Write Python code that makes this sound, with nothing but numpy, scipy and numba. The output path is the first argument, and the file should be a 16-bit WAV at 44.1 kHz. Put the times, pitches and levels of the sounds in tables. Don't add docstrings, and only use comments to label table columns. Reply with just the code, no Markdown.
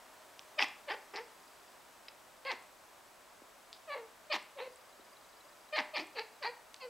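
import sys
import numpy as np
from scipy import signal
from scipy.fft import rfft, irfft
from scipy.io import wavfile
from scipy.ndimage import uniform_filter1d
from numba import njit

SR = 44100
rng = np.random.default_rng(int(sys.argv[2]) if len(sys.argv) > 2 else 0)


def amplitude_ratio(level_db):
    exponent = np.asarray(level_db, float) / 20
    return 10 ** exponent


def master(y):
    cut = np.clip(np.atleast_2d(y).T, -1, 1)
    pcm = np.round(cut * 32767)
    wavfile.write(sys.argv[1], SR, pcm.astype(np.int16))


N = 304013

# time in seconds, fold rate in Hz, roughness 0-1, effort in dB,
# mouth opening 0-1.
FIRST_CLUSTER = [
    [(.583, 625, 0, -39, 0.3), (.592, 593.7, 0.39, -28.5, 0.87), (.603, 391.6, 0.6, -31.5, 0.91),
     (.622, 312.4, 0.59, -30.5, 0.86), (.645, 232.7, 0.75, -36, 0.81)],
    [(.884, 591.4, .11, -40, 0.41), (.897, 486, 0.65, -39.5, 0.68), (.906, 377.3, 0.39, -35, 0.72),
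     (.925, 442.6, 0.39, -40.5, 0.77), (.947, 433, 0.56, -39.5, .46)],
    [(1.138, 429.3, .7, -42.5, .55), (1.157, 361.7, .62, -42, .42), (1.175, 428.6, 0.5, -43.5, 0.83),
     (1.2, 447, 0.17, -43.5, 0.3), (1.21, 480.7, 0.06, -44.5, .23), (1.235, 475, .02, -61, 0.2)],
]
LONE_CHIRP = [
    [(2.453, 524.7, 0.17, -39.5, 0.37), (2.478, 548.6, .17, -41, 0.88), (2.497, 528.3, 0.18, -36.5, 0.61),
     (2.516, 459, .53, -39, 1), (2.538, 330, 0.8, -41.5, 0.29)],
]
SECOND_CLUSTER = [
    [(3.88, 645.5, 0.0043, -48.5, 0.33), (3.906, 571.7, 0.0043, -40.5, .44),
     (3.936, 575.4, 0.093, -43, 0.96), (3.955, 537.4, 0.4, -40.5, 0.21), (3.985, 473, 0.35, -45.5, 0.32),
     (4.015, 457.4, 0.15, -48.5, 0.092), (4.065, 442, 0, -60, .06)],
    [(4.303, 616.4, .03, -38, .39), (4.316, 604, 0.092, -33, .53), (4.328, 489.4, 0.49, -33, 0.99),
     (4.345, 298, .61, -33.5, 0.72), (4.365, 227.9, 0.6, -35.5, 0.84)],
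    [(4.57, 571, 0.023, -48.5, 0.086), (4.59, 515.3, 0.44, -44.5, 0.47), (4.605, 464, 0.44, -41, 0.41),
     (4.63, 515.7, 0.21, -39, 0.21), (4.655, 533, 0.29, -51.5, 0.54), (4.677, 515, .07, -41, .12)],
]
THIRD_CLUSTER = [
    [(5.728, 604.5, 0.011, -38, 0.39), (5.755, 622, 0.057, -32, 0.53), (5.768, 574.6, 0.62, -36, 0.8),
     (5.785, 331.5, 0.33, -32, 0.86), (5.808, 238.5, 0.49, -35, 0.68)],
    [(5.94, 619, 0.054, -39.5, 0.42), (5.953, 608.8, 0.192, -37.5, 0.6), (5.968, 398.5, .62, -37.5, 1),
     (5.985, 242, 0.6, -38, 0.57), (6.005, 294.8, 0.54, -39, 0.68), (6.035, 334.7, .41, -46.5, .12)],
    [(6.155, 546, 0.39, -48, .35), (6.172, 487, 0.42, -40.5, 0.46), (6.19, 425.7, 0.31, -37, 0.72),
     (6.205, 448.7, 0.256, -39, 0.3), (6.222, 450, 0.27, -48, 1)],
    [(6.422, 595.4, 0.023, -45.5, 0.19), (6.432, 523, 0.44, -41, .88), (6.446, 407.8, 0.53, -39, 0.69),
     (6.466, 457.8, 0.23, -38.5, 0.9), (6.5, 489.7, .05, -42, .28)],
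]
LAST_CHIRP = [
    [(6.81, 554, 0.045, -57, 1), (6.83, 508, .01, -46.5, 0.48), (6.855, 511, 0.054, -43, 0.15),
     (6.875, 469, .08, -49, 0.073), (6.893, 468, .05, -58, 0.12)],
]
# attack in seconds, tongue resonance in Hz,
# lips resonance in Hz, jaw level in dB, lips level in dB.
MOUTH_POSES = [(0.015, 2230, 4700, -6, -8), (.022, 1890, 4530, -3, -10.5), (.006, 2050, 4700, -1, -7),
               (.006, 2060, 4350, -1.5, -8), (.015, 2120, 4100, 2, -10), (.011, 2283, 4260, -5.5, -6.5),
               (.03, 2220, 4005, -1, -4), (.008, 2120, 4410, -4, -7.5), (.012, 2353, 4380, -5.5, -5),
               (.02, 2213, 4250, -4, -2), (0.019, 1940, 4490, 0, -4), (0.0271, 2340, 4420, 1.5, 0.5)]
PALATE_DB = [4, 2.5, 0, -0.5, -3, 2.5, -3, 2, 3.5, -4, -3, -3]

# centre in Hz, width in Hz, level in dB.
JAW_MODES = [(847, 250, 4), (1196, 380, -2)]
PALATE_MODES = [(3430, 3600, -10.5)]
TEETH_MODES = [(5480, 1450, 9.5), (7330, 2600, -9), (8960, 1400, -3.5), (11400, 1500, -7.5),
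               (13600, 1200, -8)]
# share of the pose's Hz, width in Hz, level in dB.
TONGUE_MODES = [(0.776, 446, -0.5), (1.01, 332, 1.5), (1.2, 356, -2)]
LIP_MODES = [(.93, 350, -6), (1.01, 380, 0), (1.1, 380, -3)]

# start in seconds, peak in dB, high ring in dB.
TEETH_CLICKS = [(.5895, -24, -4), (.6247, -15, -1), (1.1588, -31, 0), (2.4506, -37, -3), (2.5169, -26, -4),
                (4.3286, -24, 2), (4.3437, -23, -4), (5.7606, -27, -3), (5.7892, -20, -2), (5.9709, -26, 0),
                (5.9817, -27, 3), (6.1941, -26, 3), (6.4271, -34, -2)]
# start in seconds, peak in dB, low ring in Hz, high ring in Hz, contact in seconds.
TONGUE_SMACKS = [
    (.3934, -30.5, 3050, 5950, .0003),
    (1.1631, -33, 4400, 5300, .0006),
    (1.1699, -34, 4200, 5050, .001),
    (2.0829, -39, 2000, 3850, .003),
    (3.7291, -34, 3700, 5000, .0003),
    (6.7431, -37, 2400, 4300, .002),
    (6.7631, -47, 4400, 4800, .002),
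]
# start in seconds, peak in dB, low ring in Hz, high ring in Hz,
# contact in seconds.
SMACK_RINGS = [
    (2.084, -39.5, 2750, 5200, 0.0041),
    (3.729, -45, 2210, 7060, .00029),
    (3.733, -47, 3500, 4800, 0.026),
    (6.7431, -42, 6300, 8500, 0.00058),
    (1.1625, -42, 5900, 6900, .0008),
]
# start in seconds, peak in dB, ring in Hz.
LIP_TICKS = [
    (.6853, -46.5, 6700),
    (.9875, -51, 8100),
    (1.2361, -57, 7790),
    (2.626, -50, 8000),
    (4.4266, -47, 7840),
    (4.7264, -52, 8410),
    (4.7595, -45, 7960),
    (6.0701, -47, 7800),
]
# start in seconds, peak in dB.
PAW_THUDS = [
    (3.419, -46),
    (4.995, -49.5),
]

# first step in seconds, number of steps.
MOTOR_RUNS = [
    (1.236, 13),
    (4.6887, 26),
    (6.125, 7),
]
LOW_GEAR_STEPS = [19, 21, 25, 27, 29, 31, 34, 38, 43, 45]

# frequency in Hz, density in dB per Hz.
HUM_SPECTRUM = [(15, -45), (25, -12.5), (149, -17.5), (185, -12.5), (439, -6.5), (476, -8), (607, -2.5),
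                (863, -3.5), (988, -2.5), (2690, -13), (4370, -16), (4740, -16), (5570, -16.5),
                (7920, -17.5), (16000, -23.5)]
HUM_SIDE_SPECTRUM = [(15, -35), (25, -9), (263, -12.5), (624, -5), (5730, -22), (8590, -33.5), (10700, -37),
                     (11600, -47), (16000, -35)]
# time in seconds, level in dB.
HUM_LEVEL = [(0, -58), (1.5, -58.5), (2.5, -59.5), (3.5, -59.5), (5.5, -59.5), (6.9, -59.5)]
# frequency in Hz, level in dB rms.
WHINES = [
    (615, -80),
    (120, -91),
]

SILENT_DB, RELEASE_S = -34.5, .016
OPENS_FROM = 0.47
JAW_LAW, TONGUE_LAW, LIPS_LAW = 0.85, 0.82, 1.25
LIPS_ARCH, TONGUE_ARCH = 0.66, 0.23
TONGUE_START, TONGUE_SINK_S = 0.17, 0.016
WANDER, WANDER_S = 0.13, .012
AIR_SLOPE, AIR_MOST = 1.1, .7
HISS_LATE = 1.7
MOUTH_TOP_HZ, TONGUE_TOP_HZ, CLICK_TOP_HZ = 5500, 3600, 5600
CLICK_HZ, CLICK_HIGH_HZ, CLICK_S, CLICK_GAIN_DB = 2440, 4560, 0.00051, 2
SMACK_HIGH_DB = 0
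TICK_RATIO, TICK_HIGH_DB, TICK_S = 1.16, -2.5, .00051
THUD_HZ, THUD_HIGH_HZ, THUD_HIGH_DB, THUD_S = 320, 705, -25, 0.00052
ROOM_T60_S, ROOM_DAMP, ROOM_DB = .34, 0.37, -17.5
STEP_S, LOW_LEAD_S = .0399, .003
STEP_HIGH_HZ, STEP_LOW_HZ = 4850, 4060
STEP_DB, LOW_STEP_DB, STEP_SCATTER_DB = -63, -61, 1.5
LINE_HZ, LINE_DB = 7825, -80.5
BASS_CUT_HZ, TOP_HZ = 195, 15740


def voice():
    hz, rough, age, tongue_hz, lips_hz, palate, gains = mouth()
    rough, still = np.clip(rough, 0, 1), np.ones(N)
    chance = rng.standard_normal((N // 30, 2))
    pulses, phase = folds(hz, .006 + .45 * rough ** 2, .5 + 4 * rough, chance)
    air = level(np.exp(-phase / 0.46) * rng.standard_normal(N), 0)

    def excitation(base):
        share = np.clip(base + AIR_SLOPE * rough, 0, AIR_MOST)
        return share * air - np.sqrt(1 - share ** 2) * pulses

    low, mid, high = excitation(.08), excitation(.25), excitation(.4)
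    fundamental = level(svf(svf(pulses, hz, 350.0), hz, 350.0), 0)
    jaw = level(cavity(low, JAW_MODES, still), 0)
    tongue = cavity(mid, TONGUE_MODES, tongue_hz) - palate * cavity(mid, PALATE_MODES, still)
    tongue = level(below(tongue, TONGUE_TOP_HZ), 0)
    lips = level(below(cavity(high, LIP_MODES, lips_hz), MOUTH_TOP_HZ), 0)
    hiss = level(cavity(air, TEETH_MODES, still), -0.1)
    lips = lips + hiss * rough ** 2 * (2 * age) ** HISS_LATE
    return sum(gain * part for gain, part in zip(gains, (fundamental, jaw, tongue, lips)))


def mouth():
    rows, t, start = [], np.arange(N) / SR, np.zeros(N)
    chirps = FIRST_CLUSTER + LONE_CHIRP + SECOND_CLUSTER + THIRD_CLUSTER + LAST_CHIRP
    for chirp, palate_db, (attack, *pose) in zip(chirps, PALATE_DB, MOUTH_POSES):
        first, last = chirp[0], chirp[-1]
        before = (first[0] - attack, *first[1:3], first[3] + SILENT_DB, OPENS_FROM * first[4])
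        after = (last[0] + RELEASE_S, *last[1:3], last[3] + SILENT_DB, last[4])
        length = after[0] - before[0]
        for row in (before, *chirp, after):
            rows.append((*row, *pose, palate_db, (row[0] - before[0]) / length))
        start += np.exp(-np.abs(t - first[0]) / TONGUE_SINK_S)
    hz, rough, effort_db, opening, tongue_hz, lips_hz, jaw_db, lips_db, palate_db, age = curves(rows)
    arch = np.abs(np.sin(np.pi * age ** 0.79))
    opening, effort = np.clip(opening, .01, .99), amplitude_ratio(effort_db)
    gains = (effort * (1 - opening),
             effort * amplitude_ratio(jaw_db) * opening ** JAW_LAW,
             effort * opening ** TONGUE_LAW * arch ** TONGUE_ARCH,
             effort * amplitude_ratio(lips_db) * opening ** LIPS_LAW * arch ** LIPS_ARCH)
    tongue_hz = tongue_hz * (1 + TONGUE_START * start) * wander(rough)
    return hz, rough, age, tongue_hz, lips_hz * wander(rough), amplitude_ratio(palate_db), gains


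def wander(rough):
    k = int(WANDER_S * SR)
    drift = uniform_filter1d(uniform_filter1d(rng.standard_normal(N), k), k)
    return 1 + WANDER * rough * np.sqrt(k) * drift


def curves(rows):
    s, *columns = np.transpose(rows)
    return [np.interp(np.arange(N) / SR, s, c) for c in columns]


@njit
def folds(hz, jitter, shimmer_db, chance):
    pulses, phase = np.zeros(len(hz) + 1), np.empty(len(hz))
    p, k = 0., 0
    for i in range(len(hz)):
        step = hz[i] * np.exp(jitter[i] * chance[k, 0]) / SR
        p += step
        if p >= 1:
            p, k = p - 1, k + 1
            size = 10 ** (shimmer_db[i] * chance[k, 1] / 20) / np.sqrt(step)
            pulses[i] += size * p / step
            pulses[i + 1] += size * (1 - p / step)
        phase[i] = p
    return pulses[:-1], phase


def cavity(x, modes, scale):
    total = 0
    for k, (hz, width, db) in enumerate(modes):
        once = svf(x, hz * scale, 1. 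* width)
        total = total + (-1) ** k * amplitude_ratio(db) * svf(once, hz * scale, 1. * width)
    return total


@njit
def svf(x, hz, width):
    y, b, l = np.empty(len(x)), 0., 0.
    for i in range(len(x)):
        g, k = np.tan(np.pi * hz[i] / SR), width / hz[i]
        v = (b + g * (x[i] - l)) / (1 + g * (g + k))
        b, l, y[i] = 2 * v - b, l + 2 * g * v, k * v
    return y


def below(x, hz):
    return signal.sosfilt(signal.butter(8, hz, fs=SR, output="sos"), x)


def level(x, db):
    return x * amplitude_ratio(db) / np.sqrt(np.mean(x ** 2))


def knocks():
    teeth = [(s, db, CLICK_HZ, CLICK_HIGH_HZ, high_db, CLICK_S) for s, db, high_db in TEETH_CLICKS]
    tongue = [(*row[:4], SMACK_HIGH_DB, row[4]) for row in TONGUE_SMACKS]
    rings = [(*row[:4], SMACK_HIGH_DB, row[4]) for row in SMACK_RINGS]
    ticks = [(s, db, hz, TICK_RATIO * hz, TICK_HIGH_DB, TICK_S) for s, db, hz in LIP_TICKS]
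    paws = [(s, db, THUD_HZ, THUD_HIGH_HZ, THUD_HIGH_DB, THUD_S) for s, db in PAW_THUDS]
    hard = amplitude_ratio(CLICK_GAIN_DB) * below(taps(teeth + tongue, damping=0.62), CLICK_TOP_HZ)
    return hard + taps(ticks + rings, damping=0.25) + taps(paws, damping=0.97)


def taps(table, damping):
    size = 2048
    out, n = np.zeros(N + size), np.arange(size)
    for s, db, low_hz, high_hz, high_db, contact in table:
        crackle = rng.standard_normal(size)
        push = (crackle + 8 * (n == 0)) * np.exp(-n / (max(contact, 1e-4) * SR))
        width = damping * low_hz
        ring = cavity(push, [(low_hz, width, 0), (high_hz, width, high_db)], np.ones(size))
        out[int(s * SR):][:size] += ring * amplitude_ratio(db) / np.abs(ring).max()
    return out[:N]


@njit
def walls(x, lags, gain, damp):
    line, soft, out = np.zeros((8, 4096)), np.zeros(8), np.zeros((2, len(x)))
    for i in range(len(x)):
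        total = 0.
        for k in range(8):
            soft[k] += (1 - damp) * (gain[k] * line[k, (i - lags[k]) & 4095] - soft[k])
            total += soft[k]
            out[k % 2, i] += soft[k]
        for k in range(8):
            line[k, i & 4095] = x[i] + soft[k] - total / 4
    return out


def focus():
    s = np.concatenate([first + STEP_S * np.arange(count) for first, count in MOTOR_RUNS])
    low = np.isin(np.arange(len(s)), LOW_GEAR_STEPS)
    db = np.where(low, LOW_STEP_DB, STEP_DB) + STEP_SCATTER_DB * rng.standard_normal(len(s))
    steps = np.transpose([s - LOW_LEAD_S * low, db])
    high_gear = motor(steps[~low], hz=STEP_HIGH_HZ, sweep=0.0018, length=0.00291)
    return high_gear + motor(steps[low], hz=STEP_LOW_HZ, sweep=0.024, length=0.003)


def motor(table, hz, sweep, length):
    out, t = np.zeros(N), np.arange(-3, 3, 1 / (length * SR))
    turn = 2 * np.pi * hz * length * (t + sweep * t ** 2 / 2)
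    whine = np.exp(-(t + 1) ** 2 / 2) * np.sin(turn)
    for s, db in table:
        out[int(s * SR):][:len(t)] += amplitude_ratio(db) * whine
    return out


def street_and_hiss():
    t = np.arange(N) / SR
    mid = coloured(HUM_SPECTRUM) * amplitude_ratio(np.interp(t, *np.transpose(HUM_LEVEL)))
    mid = mid + level(np.sin(2 * np.pi * LINE_HZ * t), LINE_DB)
    for hz, db in WHINES:
        mid = mid + level(svf(rng.standard_normal(N), np.full(N, 1. * hz), 8.8), db)
    return mid + amplitude_ratio(-68) * coloured(HUM_SIDE_SPECTRUM) * np.array([[1], [-1]])


def coloured(spectrum):
    hz, db = np.transpose(spectrum)
    axis = np.log(np.fft.rfftfreq(N, 1 / SR) + 1)
    shape = amplitude_ratio(np.interp(axis, np.log(hz), db))
    return level(irfft(rfft(rng.standard_normal(N)) * shape, N), 0)


def scene():
    cat = voice() + knocks()
    cat = signal.sosfilt(signal.butter(6, BASS_CUT_HZ, "high", fs=SR, output="sos"), cat)
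    lags = rng.integers(250, 1800, 8)
    left, right = walls(cat + 1e-18, lags, amplitude_ratio(-60 * lags / SR / ROOM_T60_S), ROOM_DAMP)
    room = amplitude_ratio(ROOM_DB) * (left + right + .12 * (left - right) * np.array([[1], [-1]]))
    return cat + room + focus() + street_and_hiss()


def roll_off(x):
    return signal.sosfilt(signal.butter(12, 16460, fs=SR, output="sos"), x)


def record(dry):
    top = signal.ellip(10, .1, 60, TOP_HZ, fs=SR, output="sos")
    mix = signal.sosfilt(top, dry) * amplitude_ratio(np.array([[.2], [-.2]]))
    return roll_off(mix)


dry = scene()
out = record(dry)
master(out)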